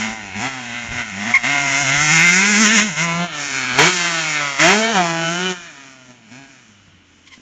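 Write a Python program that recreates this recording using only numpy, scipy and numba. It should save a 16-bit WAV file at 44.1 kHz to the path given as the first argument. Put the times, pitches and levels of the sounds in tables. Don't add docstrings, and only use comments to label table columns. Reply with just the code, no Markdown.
import sys
import numpy as np
from scipy import signal
from scipy.fft import rfft, irfft
from scipy.io import wavfile
from scipy.ndimage import uniform_filter1d
from numba import njit

SR = 44100
rng = np.random.default_rng(int(sys.argv[2]) if len(sys.argv) > 2 else 0)


def put_to_file(sound):
    columns = np.atleast_2d(sound).T
    safe = np.clip(columns, -1, 1)
    whole_steps = np.round(safe * 32767)
    wavfile.write(sys.argv[1], SR, whole_steps.astype(np.int16))


def voltage_ratio(level):
    return 10 ** (np.asarray(level, float) / 20)


N = 326781
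T = np.arange(N) / SR

# t/s, part (0 intake and cylinder, 1 frame, 2 tail pipe)
PART_FACING = [(0, 0.22), (1.4, 0.038), (2.9, .05), (3.05, 0.057), (3.3, 1.2), (3.74, 1.4), (3.8, 0.51),
               (3.9, 0.7), (4.55, 0.71), (4.62, 0.18), (4.76, 0.25), (4.93, 1.55), (5.5, 1.83), (5.7, 1.6),
               (7.41, 1.47)]
# t/s, upper resonance f/Hz, its lift/dB,
# fill of the low partials/dB, bark of the middle band/dB
CHAMBER_WAVES = [(.05, 780, 16, -1, 3), (.25, 750, 10.5, -2, 4), (.6, 760, 11.5, -1, 0),
                 (1.3, 718, 16.5, 0, 2), (1.5, 720, 16, -1, -0.5), (1.9, 734, 16, -5.5, -1.5),
                 (2.3, 836, 2.5, -5.5, -3), (2.95, 858, -15, -8, 4.5), (3.25, 704, 9, -5, 3.5),
                 (3.7, 548, -5, -7, -5.5), (3.8, 419, 18, -4.5, 5), (3.92, 698, 0.5, 3.5, 1),
                 (4.55, 600, 17.5, -7, 0), (4.65, 648, 23.5, 5.5, 1.5), (4.95, 740, 11, -6, 5.5),
                 (5.45, 650, 10, -4, -6), (6.3, 650, 9, -2, 1), (6.9, 710, 4, -4.5, -10)]
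# t/s, level/dB, treble let through/dB
DISTANCE = [(0, -33, 3), (.3, -33.5, -3), (.6, -29.5, -4), (1.08, -32, -0.5), (1.41, -32, 1),
            (2.94, -29.5, 4.5), (3.31, -29.5, -8), (3.4, -25.5, 4), (3.72, -21, -5), (3.95, -20.5, 2.5),
            (4.42, -21, -2), (4.58, -26.5, 0.5), (5.55, -36, 0.5), (6.0, -46.5, 1), (6.27, -53, 1.5),
            (6.52, -49, 3), (7.0, -63.5, 6.5), (7.41, -64, 13.5)]


def unit(x):
    return x / np.sqrt(np.mean(x ** 2))


def curves(table):
    s, *columns = np.transpose(table)
    return [np.interp(T, s, c) for c in columns]


def walk(rate):
    k = int(SR / rate)
    held = np.repeat(rng.standard_normal(N // k + 1), k)
    return 1.91 * uniform_filter1d(uniform_filter1d(held, k), k)[:N]


def band(x, lo_hz, hi_hz):
    return signal.sosfilt(signal.butter(2, [lo_hz, hi_hz], "bandpass", fs=SR, output="sos"), x)


def colour(x, shape):
    hz, db = np.transpose(shape)
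    bins_hz = np.arange(1, 2050) * SR / 4098
    cepstrum = irfft(np.interp(np.log(bins_hz), np.log(hz), db) * np.log(10) / 20)
    cepstrum[1:2048] *= 2
    cepstrum[2049:] = 0
    return signal.fftconvolve(x, irfft(np.exp(rfft(cepstrum)))[:1024])[:N]


def ring(x, resonances):
    out = x
    for hz, width, db in resonances:
        out = out + (voltage_ratio(db) - 1) * signal.lfilter(*signal.iirpeak(hz, hz / width, SR), x)
    return out


def split(x, edges_hz, octaves):
    pitch = np.log2(np.arange(1, N // 2 + 2) * SR / N)
    above = [1] + [.5 + .5 * np.tanh((pitch - np.log2(hz)) / octaves) for hz in edges_hz] + [0]
    return [irfft(rfft(x) * (a - b), N) for a, b in zip(above, above[1:])]


@njit
def svf(x, hz, k):
    high, mid, b, l = np.empty(len(x)), np.empty(len(x)), 0., 0.
    for i in range(len(x)):
        g = np.tan(np.pi * hz[i] / SR)
        v = (b + g * (x[i] - l)) / (1 + g * (g + k))
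        high[i], mid[i] = x[i] - k * v - l - g * v, k * v
        b, l = 2 * v - b, l + 2 * g * v
    return high, mid


def revs():
    # start t/s, end t/s, from f/Hz, to f/Hz, sag bend (1 even, over 1 quick at first)
    run_up = [(0.036, 0.133, 107.1, 112.3, 0.89), (0.338, 0.479, 90.7, 136.9, 1.18),
              (0.721, 0.781, 116.6, 121.6, 1.08), (0.891, 0.943, 114.3, 120.7, .4),
              (1.112, 1.213, 95.65, 100.1, 0.99), (1.304, 1.375, 121.1, 122.2, 1.16),
              (1.431, 1.498, 116, 142.8, 0.52), (1.731, 1.815, 135.4, 144.2, 1.13),
              (1.869, 2.039, 131.2, 153.4, 1.18), (2.1, 2.14, 149.9, 165.6, 1.23),
              (2.188, 2.24, 160.2, 173.9, 1), (2.309, 2.51, 175, 212.9, 1.08),
              (2.547, 2.619, 200.5, 226.5, 1.25), (2.661, 2.732, 205.1, 229.1, .7),
              (2.783, 2.842, 203.4, 217, 1.167), (2.867, 2.885, 209.7, 206.4, 2.53),
              (2.95, 3.041, 145.1, 171.6, 1.17), (3.102, 3.259, 167, 175.7, 1.2)]
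    # start t/s, end t/s, from f/Hz, to f/Hz, sag bend
    away = [
        (3.333, 3.672, 150.3, 125.4, 1.53),
        (3.753, 3.901, 124.4, 185.6, 1.3),
        (4.005, 4.06, 173.8, 172.6, 1.15),
        (4.579, 4.759, 136.1, 211.6, 1.4),
        (4.873, 4.912, 227, 230.7, 5.5),
        (5.274, 5.458, 165.3, 185.9, .6),
        (5.573, 5.669, 175, 168.5, 1.1),
        (5.749, 6.178, 140.2, 121.1, 1.2),
        (6.286, 6.384, 103.9, 137.5, .4),
        (6.692, 7.05, 104.1, 87.2, 0.5),
    ]
    idle_hz = 83
    start, end, low, high, bend = np.transpose(run_up + away)
    hz = np.interp(T, np.ravel([start, end], "F"), np.ravel([low, high], "F"))
    for a, b, top, bottom, k in zip(end, [*start[1:], T[-1]], high, [*low[1:], idle_hz], bend):
        left = np.clip((b - T) / (b - a), 0, 1)
        bent = left ** k if k > 1 else 1 - (1 - left) ** (1 / k)
        hz = np.where((T > a) & (T <= b), bottom + (top - bottom) * bent, hz)
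    return uniform_filter1d(hz, size=500)


def rider():
    openings = [(0.0, 0.108, 8, 6, .1), (0.359, 0.471, 3.5, 10.5, 0.5), (0.51, 0.852, 1.5, 0, 0.3),
                (0.917, 1.011, 3.5, 5, 0.02), (1.128, 1.309, 0.5, 9.5, 0.15),
                (1.442, 1.76, 10.5, 12.5, 0.3), (1.76, 2.098, 13, 15.5, .4), (2.1, 2.5, 17.5, 15, 0.39),
                (2.504, 2.684, 15.5, 18, 0.45), (2.69, 2.799, 13.5, 18, 0.37), (2.826, 2.93, 11, 0.5, 0.7),
                (2.972, 3.028, 7.5, 12, 0.6), (3.023, 3.243, 7.5, 5.5, 1), (3.789, 3.88, 12, 9, 0),
                (4.601, 4.712, 12, 19, 0.05), (4.7, 4.931, 14, 6, 0.38), (4.953, 5.154, 12, 6, 0.83),
                (5.143, 5.513, 7, 13, 0.71), (6.097, 6.107, 2, 4.5, 0.5), (6.319, 6.44, 8.5, 5.5, 0.4)]
    open_s, shut_s = 0.016, 0.037
    opened = lift_db = load = 0
    for a, b, first_db, last_db, pull in openings:
        on = np.clip(np.minimum(1 + (T - a) / open_s, 1 - (T - b) / shut_s), 0, 1)
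        opened = opened + on
        lift_db = lift_db + on * np.interp(T, [a, b], [first_db, last_db])
        load = load + on * pull
    both = np.maximum(opened, 1)
    return opened / both, lift_db / both, load / both


def firings(hz, jitter, scatter_db):
    turns = np.cumsum(hz / SR)
    count = np.arange(1, int(turns[-1]) - 1)
    lateness, unevenness = rng.standard_normal((2, len(count)))
    rough = np.interp(count, turns, jitter)
    at = np.interp(count + rough * lateness, turns, np.arange(N))
    size = voltage_ratio(scatter_db * unevenness) / np.sqrt(np.interp(count, turns, hz))
    clicks, whole = np.zeros(N), at.astype(int)
    np.add.at(clicks, whole, size * (1 - at + whole))
    np.add.at(clicks, whole + 1, size * (at - whole))
    return clicks, turns


def rattle(cracks, t60_s, drift):
    t = T[:2048]
    out, power = 0, 0
    for _ in range(4):
        weight = walk(drift)
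        scatter = rng.standard_normal(len(t)) * voltage_ratio(-60 * t / t60_s)
        out = out + weight * unit(signal.fftconvolve(cracks, scatter)[:N])
        power = power + weight ** 2
    return out / np.sqrt(power)


def turned(x):
    # f/Hz, level/dB per Hz
    bike_colour = [(150, -25), (250, 2.5), (413, -2.5), (491, -11), (692, -4), (787, -7), (990, -5),
                   (1110, -12), (1420, -8.5), (2310, -9.5), (2740, -8), (4660, -16), (5460, -5),
                   (6960, -3.5), (7700, -14.5), (10000, -26.5), (16900, -120)]
    # f/Hz, width/Hz, lift/dB
    parts = [
        [(1012, 87, 9), (1522, 92, 7.5), (2014, 364, 12.5), (2420, 140, 5), (3200, 76, 3)],
        [(1340, 290, 7.5), (1780, 98, 5), (2260, 120, 12.5), (3120, 73, 8.5), (4340, 440, 7.5)],
        [(1450, 150, 4.5), (4370, 310, 4.5), (1550, 450, 10.5), (2405, 51, 15.5), (2984, 55, 15)],
    ]
    facing, = curves(PART_FACING)
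    x = colour(x, bike_colour)
    return sum(np.clip(1 - abs(facing - k), 0, 1) * unit(ring(x, part)) for k, part in enumerate(parts))


def partial_db(hz, answer, law, rasp_db, opened, load):
    at, db = np.transpose(answer)
    far = np.maximum(-41 - curves(DISTANCE)[0], 0)
    causes = load, curves(PART_FACING)[0], far, opened - 1, curves(CHAMBER_WAVES)[2]
    return rasp_db + np.interp(hz, at, db) + sum(k * cause for k, cause in zip(law, causes))


def chamber_boom(hz, turns, rasp_db, opened, load):
    # f/Hz, level/dB
    first_answer = [(78, -27), (92, -11.5), (110, -19.5), (140, -16), (170, -13.5), (215, -9)]
    second_answer = [(170, -9), (205, 0), (240, -8), (280, -12), (340, -17), (450, -11)]
    first_law = (11.9, 0.32, 0.9, 0.5, 0.033)
    second_law = (2.8, 7.5, 0.049, 5.8, 1.3)
    first_db = partial_db(hz, first_answer, first_law, rasp_db, opened, load)
    second_db = partial_db(2 * hz, second_answer, second_law, rasp_db, opened, load)
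    boom = voltage_ratio(first_db + 1.0 * walk(30)) * np.sin(2 * np.pi * turns + 0.18 * walk(40))
    boom += voltage_ratio(second_db + 0.25 * walk(30)) * np.sin(4 * np.pi * turns + 0.69 * walk(40))
    churn = unit(band(rng.standard_normal(N), 170, 420)) * voltage_ratio(np.maximum(first_db, second_db) - 19.5)
    return np.sqrt(2) * boom + churn


def bike():
    # level/dB, under full load/dB, per step of facing/dB
    bark = (-11.5, 5.9, 4.8)
    sizzle = (-8, -0.5, 0.27)
    hz = revs()
    opened, throttle_db, load = rider()
    coasting_db, treble_db = curves(DISTANCE)
    facing, = curves(PART_FACING)
    rasp_db = coasting_db + throttle_db
    bark_db, sizzle_db = (rasp_db + db + pull * load + turn * facing for db, pull, turn in (bark, sizzle))

    working = np.interp(load, [.1, .4, .9], [.48, .12, .07])
    coasting = np.interp(coasting_db, [-63, -50, -34], [.65, .24, .2])
    gas = opened * working + (1 - opened) * coasting
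    cracks, turns = firings(hz, .002 + .012 * gas, scatter_db=1.0)
    sharp = np.interp(facing, [0, 1, 2], [.12, .12, .9]) * (1 - gas)
    spread = np.sqrt(1 - sharp) * rattle(cracks, t60_s=.035, drift=5.0) + np.sqrt(sharp) * unit(cracks)
    cracks = spread + split(unit(cracks) - .6 * spread, [1000], .2)[0]
    puffs = rng.standard_normal(N) * (11.0 + np.exp(-(turns % 1) / 3.6))
    cracks, puffs = (split(turned(x), [1100, 4400], .15) for x in (cracks, puffs))
    chamber_hz, lift_db, _, swell_db = curves(CHAMBER_WAVES)
    cracks[0] = cracks[0] + (voltage_ratio(lift_db) - 1) * svf(cracks[0], chamber_hz, 0.069)[1]

    out = 0
    levels_db = bark_db + swell_db, rasp_db, sizzle_db + treble_db
    for db, crack, puff, tilt in zip(levels_db, cracks, puffs, (1.3, 1, .3)):
        share = gas ** tilt
        mixed = np.sqrt(1 - share) * unit(crack) + np.sqrt(share) * unit(puff)
        out = out + voltage_ratio(db + .8 * walk(25.215)) * mixed
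    out = svf(svf(out, 3.8 * hz, 1.24)[0], 2.0 * hz, 1.17)[0]
    return out + chamber_boom(hz, turns, rasp_db, opened, load)


def banks(x):
    t60_s, level_db = .3, -15
    t = T[:SR // 2]
    tail = rng.standard_normal(len(t)) * voltage_ratio(-60 * t / t60_s) * (t > .012)
    return voltage_ratio(level_db) * signal.fftconvolve(x, tail / np.sqrt(np.sum(tail ** 2)))[:N]


def wind():
    # t/s, peak level/dB, length/s
    rumble_bursts = [(.15, -55, 0.17), (0.927, -37, 0.064), (1.91, -55, 0.58), (2.587, -44, 0.053),
                     (3.804, -40.5, 0.049), (4.674, -42, 0.063), (4.95, -48, 0.0443), (5.63, -63, 0.068),
                     (6.127, -68, 0.067), (7.41, -60, .1)]
    # t/s, level/dB
    breeze = [(0, -53), (3.7, -53), (4.1, -69), (7.41, -85.5)]
    blow = voltage_ratio(curves(breeze)[0])
    blow = blow + sum(voltage_ratio(db) * np.exp(-((T - s) / length) ** 2) for s, db, length in rumble_bursts)
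    return unit(band(rng.standard_normal(N), 25, 150)) * blow * voltage_ratio(2.2 * walk(24))


def wash():
    # f/Hz, level/dB per Hz
    pit_colour = [(35, -56.5), (60, -19.5), (92, -33.5), (125, -23.5), (293, -18.5), (430, -33),
                  (457, -30.5), (950, -34), (3020, -28.5), (6410, -56.5), (7700, -57), (10000, -87),
                  (16900, -120)]
    noise = ring(colour(rng.standard_normal(N), pit_colour), [(2950, 80, 4.2)])
    return unit(noise) * voltage_ratio(-47.5 - 5.0 + 0.47 * walk(54))


def bird():
    # t/s, f/Hz, level/dB, hoarseness (0-1)
    calls = [
        [(1.336, 1090, -40, .05), (1.340, 1090, -7, .02), (1.348, 1080, -7, .05), (1.354, 1060, -9, .35),
         (1.361, 1082, -8, .1), (1.371, 1092, -9, .1), (1.375, 1085, -21, .3), (1.39, 1080, -32, .3)],
        [(7.262, 1085, -54, .2), (7.272, 1082, -53, .2), (7.275, 1080, -43, .15), (7.286, 1075, -51, .2),
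         (7.297, 1070, -58, .15)],
        [(7.304, 1062, -57, .15), (7.322, 1058, -45, .14), (7.342, 1052, -43, .15), (7.352, 1050, -51, .25),
         (7.375, 1050, -57, .25)],
    ]
    # multiple of the pitch, level/dB
    near_partials = [(1, -15), (2, 0), (3, -24), (4, -33), (5, -31), (6, -29)]
    far_partials = [(1, -10), (2, 0), (3, -4), (4, -15), (5, -19), (6, -22)]
    out = 0
    for call, partials, hiss_db in zip(calls, [near_partials, far_partials, far_partials], [-5, 12, 12]):
        hz, db, hoarse = curves(call)
        phase = np.cumsum(2 * np.pi * hz * (1 + .2 * hoarse * walk(900)) / SR)
        stack = sum(voltage_ratio(g) * np.sin(k * phase) for k, g in partials)
        rasp = unit(band(rng.standard_normal(N), 2500, 7500)) * voltage_ratio(hiss_db) * hoarse
        on = (T > call[0][0]) & (T < call[-1][0])
        out = out + on * voltage_ratio(db) * (np.sqrt(2) * stack * (1 + .5 * hoarse * walk(530)) + rasp)
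    return out


def knocks():
    # t/s, peak level/dB, f/Hz
    taps = [
        (6.095, -43, 248.8),
        (6.881, -40, 151),
        (6.949, -45, 168),
        (7.171, -46, 172),
        (7.377, -36, 225),
        (7.398, -40, 275),
    ]
    out = 0
    for s, db, hz in taps:
        t = np.maximum(T - s, 0)
        scrape = .5 * (t > 0) * band(rng.standard_normal(N), 303, 3100)
        out = out + voltage_ratio(db) * np.exp(-t / 0.0073) * (np.sin(2 * np.pi * hz * t) + scrape)
    return out


def scene():
    engine = bike()
    return (engine + banks(engine) + wind() + wash() + bird() + knocks())[None]


def band_limit(x):
    return signal.sosfilt(signal.butter(12, 15870, fs=SR, output="sos"), x)


def record(dry):
    mic_rate_hz = 16000
    x = 1.05 * np.tanh(dry / 1.05)
    x = signal.sosfilt(signal.ellip(8, .3, 70, 7550, fs=SR, output="sos"), x)
    mirror_band = signal.ellip(4, 3, 60, [8330, 8950], "bandpass", fs=SR, output="sos")
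    mirror = signal.sosfilt(mirror_band, x * np.cos(2 * np.pi * mic_rate_hz * T))
    return band_limit(np.clip(x + voltage_ratio(-13) * mirror, -.765, .765))


dry = scene()
out = record(dry)
put_to_file(out)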